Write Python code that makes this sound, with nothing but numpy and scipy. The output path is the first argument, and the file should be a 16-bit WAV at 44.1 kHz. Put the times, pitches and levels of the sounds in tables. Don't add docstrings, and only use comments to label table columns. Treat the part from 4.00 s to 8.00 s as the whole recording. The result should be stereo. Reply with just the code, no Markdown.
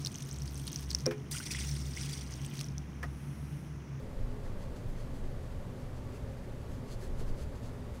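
import sys
import numpy as np
from scipy import signal
from scipy.fft import rfft, irfft
from scipy.io import wavfile

SR = 44100
rng = np.random.default_rng(int(sys.argv[2]) if len(sys.argv) > 2 else 0)


def bounce(signal):
    frames = np.transpose(np.atleast_2d(signal))
    limited = np.clip(frames, -1, 1)
    pcm = np.round(limited * 32767).astype(np.int16)
    wavfile.write(sys.argv[1], SR, pcm)


N = 176400
TIME, FREQS = np.arange(N) / SR, np.fft.rfftfreq(N, 1 / SR)

# pitch_hz, relative_db
AIR_TONE = [(20, -26), (45, -4.5), (56, -0.5), (68, 3.5), (82, -0.5), (92, -4), (110, -1.5), (142, -1),
            (158, -8), (200, -6.5), (226, -12), (262, -9), (290, -13.5), (335, -17), (360, -15),
            (470, -14.5), (595, -13.5), (630, -19.5), (760, -22.5), (900, -21), (1020, -26), (1150, -24.5),
            (1450, -27.5), (2000, -30.5), (2500, -36.5), (4000, -42.5), (8000, -53.5), (15000, -83)]
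# pitch_hz, likeness
AIR_STEREO = [(30, 0.89), (120, 0.99), (380, .89), (700, 0.86), (1300, 0.24), (2400, 0.34), (8000, 0.04)]
# time_s, level_db
LOW_DRONE_LEVELS = [(0, -57.5), (.35, -47.5), (1.0, -48), (1.3, -52.5), (1.95, -47), (2.07, -39.5),
                    (2.3, -53.5), (3.1, -48), (3.35, -46.5), (3.55, -60), (3.67, -42.5), (4, -54)]
# pitch_hz, width_hz, level_db
FAN_HUM = [(249.1, 13.3, -56.5), (363.6, 17, -65), (418.2, 15, -61.5), (536, 14, -65), (1040, 5, -75),
           (1128, 26, -71), (4660, 250, -80.5)]
# pitch_hz, relative_db
RUMBLE_TONE = [(4, -19), (11, 3), (18, 7), (23, 7), (30, 6), (39, -11), (60, -23), (130, -18), (260, -71),
               (1000, -120)]
# time_s, level_db
RUMBLE_SWELLS = [(0, -59), (.08, -39), (.15, -34), (.23, -28.5), (.33, -38.5), (.48, -36), (.56, -40),
                 (.76, -49), (.91, -39), (1.02, -39.5), (1.9, -46), (2.35, -50), (3.0, -42), (3.09, -38.5),
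                 (3.2, -33), (3.36, -34.5), (3.48, -44.5), (4, -49)]
# pitch_hz, relative_db
HISS_TONE = [(100, -4), (2500, 0.5), (4500, -3), (6500, -4.5), (10500, -8), (13000, -11), (15600, -16)]
# fastest_s, rise_s, fall_s, level_db, brightness_db_per_octave, ring_factor
PEN_STROKES = [ (.47, 0.078, .05, -62, -4, 1), (.624, 0.093, .075, -61.5, -2.5, 1),
               (.766, 0.026, .07, -59.5, -3, 1), (.89, .02, .08, -67, 2, 1),
               (1.006, 0.11, 0.1, -61.5, -3, 1), (1.16, .065, 0.092, -63.5, 1, 1),
               (1.252, .04, .06, -64.5, -6, 1), (1.45, .07, .07, -66, -1, 1),
               (1.528, .07, .025, -63, -5.5, 1), (1.815, 0.13, .06, -67, -3, 1),
               (1.972, .05, 0.057, -61.5, -4.5, 1), (2.09, .069, .069, -70, -3, 1),
               (2.157, .09, .08, -62, -1.5, .7), (2.62, .04, .04, -67, 0, 1),
               (2.73, .11, .1, -63, -0.5, .7), (2.886, .04, .03, -63, -2, 1.5),
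               (2.922, 0.054, 0.066, -53, -2, 1.4), (3.03, .07, .115, -56.5, -1.5, 0.61),
               (3.202, 0.059, 0.075, -55.5, -2, 0.76), (3.29, 0.067, .07, -60, -2.3, 0.88),
               (3.397, 0.071, 0.047, -57, -3, .7), (3.426, 0.034, .045, -58, -0.5, 1.8),
               (3.559, .02, .026, -61, -2.5, 1), (3.579, .018, .022, -64, -4, 1),
               (3.633, 0.027, 0.028, -64, -1, 1), (3.657, 0.042, 0.09, -59.5, -2, 1.2),
               (3.961, 0.055, .055, -62, 0.5, 0.84)]
# pitch_hz, relative_db
SCRATCH_TONE = [(200, -18), (800, -5.5), (1500, -2), (2600, -5), (3700, -4.5), (5500, -3.5), (8300, -2.5),
                (9200, -7), (9900, -4), (11500, -6.5), (13200, -13), (15800, -12)]
# pitch_hz, width_hz, lift_db
RINGING_BANDS = [(3200, 650, 4), (4390, 430, 5.5), (4960, 270, 4), (6280, 400, 3.5), (7550, 500, 0.5),
                 (14900, 800, 1)]
# pitch_hz, likeness
SCRATCH_STEREO = [(1000, 0.5), (2800, 0.53), (3600, 0.33), (4600, .8), (5700, 0.5), (6700, .7),
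                  (8600, 0.26), (10000, 0.8), (11000, .35), (15000, .4)]
# pitch_hz, left_over_right_db
SCRATCH_BALANCE = [(1000, -3), (3000, -4), (4500, 2.5), (5400, -1), (7400, 2), (8200, -2), (9700, 1),
                   (12000, 1.8), (14500, 0)]
# middle_s, half_length_s, level_db, pitch_hz
HAND_RUBS = [(.467, 0.039, -64, 1680), (2.14, 0.053, -67, 2550), (2.705, 0.026, -67, 1700),
             (3.03, 0.038, -63, 1790), (3.28, .025, -64, 1750)]
# middle_s, half_length_s, level_db, pitch_hz
PEN_PRESSES = [(2.932, 0.03, -47, 345), (3.04, .025, -50, 420), (3.213, 0.033, -49.5, 462)]


def amp(db):
    return 10 ** (np.asarray(db) / 20)


def unit(x):
    return x / np.sqrt(np.mean(x ** 2) + 1e-20)


def curve(points):
    hz, value = np.transpose(points)
    return np.interp(np.log(FREQS + 1), np.log(hz + 1), value)


def bell(hz, width_hz):
    return np.exp(-2 * ((FREQS - hz) / width_hz) ** 2)


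def colour(x, gain):
    return unit(irfft(rfft(x) * gain, N))


def stereo(two_sounds, likeness):
    first, second = rfft(two_sounds)
    likeness = np.clip(likeness, 0, 1)
    shared = first * np.sqrt((1 + likeness) / 2)
    side = second * np.sqrt((1 - likeness) / 2)
    return irfft(np.array([shared + side, shared - side]), N)


def noise(gain, likeness):
    return colour(stereo(rng.standard_normal((2, N)), likeness), gain)


def lean(left_db):
    return amp([[left_db], [-left_db]])


def arch(middle_s, half_length_s):
    return np.cos(np.pi / 2 * np.clip((TIME - middle_s) / half_length_s, -1, 1)) ** 2


def ventilation(air_db=-42.5):
    likeness = curve(AIR_STEREO)
    wavering = amp(np.interp(TIME, *np.transpose(LOW_DRONE_LEVELS)))
    drone = wavering * noise(bell(hz=111.5, width_hz=17.2), likeness)
    hum = sum(amp(db) * noise(bell(hz, width_hz), likeness) for hz, width_hz, db in FAN_HUM)
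    air = amp(air_db) * noise(amp(curve(AIR_TONE)), likeness)
    return air + drone + hum


def rumble():
    swell = amp(np.interp(TIME, *np.transpose(RUMBLE_SWELLS)))
    return swell * noise(amp(curve(RUMBLE_TONE)), likeness=1)


def microphone_hiss(level_db=-61.5):
    return amp(level_db) * noise(amp(curve(HISS_TONE)), likeness=0.039)


def paper_friction(snaps_per_s=1800, snap_spread_db=1, snap_share=0.57, drag_db=-0.3):
    snaps = (rng.random((2, N)) < snaps_per_s / SR) * rng.choice([-1., 1.], (2, N))
    snaps *= amp(snap_spread_db * np.minimum(rng.exponential(1, (2, N)), 4))
    drag = amp(drag_db * colour(rng.standard_normal(N), bell(0, width_hz=280)))
    rubbing = rng.standard_normal((2, N))
    friction = np.sqrt(snap_share) * unit(snaps) + np.sqrt(1 - snap_share) * rubbing
    return drag * stereo(friction, curve(SCRATCH_STEREO))


def pen_strokes(pivot_hz=6000, grip_shift=0.02, right_delay_s=4e-6):
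    left_db = curve(SCRATCH_BALANCE) / 2
    delay = np.exp(-2j * np.pi * FREQS * right_delay_s)
    sides = np.array([amp(left_db), amp(-left_db) * delay])
    spectrum = rfft(paper_friction()) * amp(curve(SCRATCH_TONE)) * sides
    octaves = np.log2(np.maximum(FREQS / pivot_hz, .2))
    grips = 1 + grip_shift * rng.uniform(-1, 1, len(PEN_STROKES))
    out = np.zeros((2, N))
    for (fastest_s, rise_s, fall_s, db, brightness, ring), grip in zip(PEN_STROKES, grips):
        ring_db = ring * sum(lift * bell(hz * grip, width) for hz, width, lift in RINGING_BANDS)
        scratch = unit(irfft(spectrum * amp(brightness * octaves + ring_db), N))
        speed = arch(fastest_s, np.where(TIME < fastest_s, rise_s, fall_s))
        out += amp(db) * speed ** 2 * scratch
    return out


def page_touches(rows, width_hz):
    return sum(amp(db) * arch(middle_s, half_length_s) * noise(bell(hz, width_hz), likeness=1)
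               for middle_s, half_length_s, db, hz in rows)


def room_echo(sound, level_db=-15, fade_s=0.2):
    t = TIME[:SR // 2]
    tail = rng.standard_normal((2, len(t))) * amp(-60 * t / fade_s)
    tail /= np.linalg.norm(tail, axis=1, keepdims=True)
    return amp(level_db) * signal.fftconvolve(sound, tail, axes=1)[:, :N]


def scene():
    background = ventilation() * lean(left_db=0.07) + rumble() * lean(left_db=1.1) + microphone_hiss()
    writing = pen_strokes()
    writing += page_touches(PEN_PRESSES, width_hz=220)
    writing += page_touches(HAND_RUBS, width_hz=710)
    return writing + room_echo(writing) + background


def record(dry, cutoff_hz=15700):
    lowpass = signal.firwin(801, cutoff_hz, window=("kaiser", 9), fs=SR)
    return signal.oaconvolve(dry, lowpass[None], "same", axes=1)


dry = scene()
out = record(dry)
bounce(out)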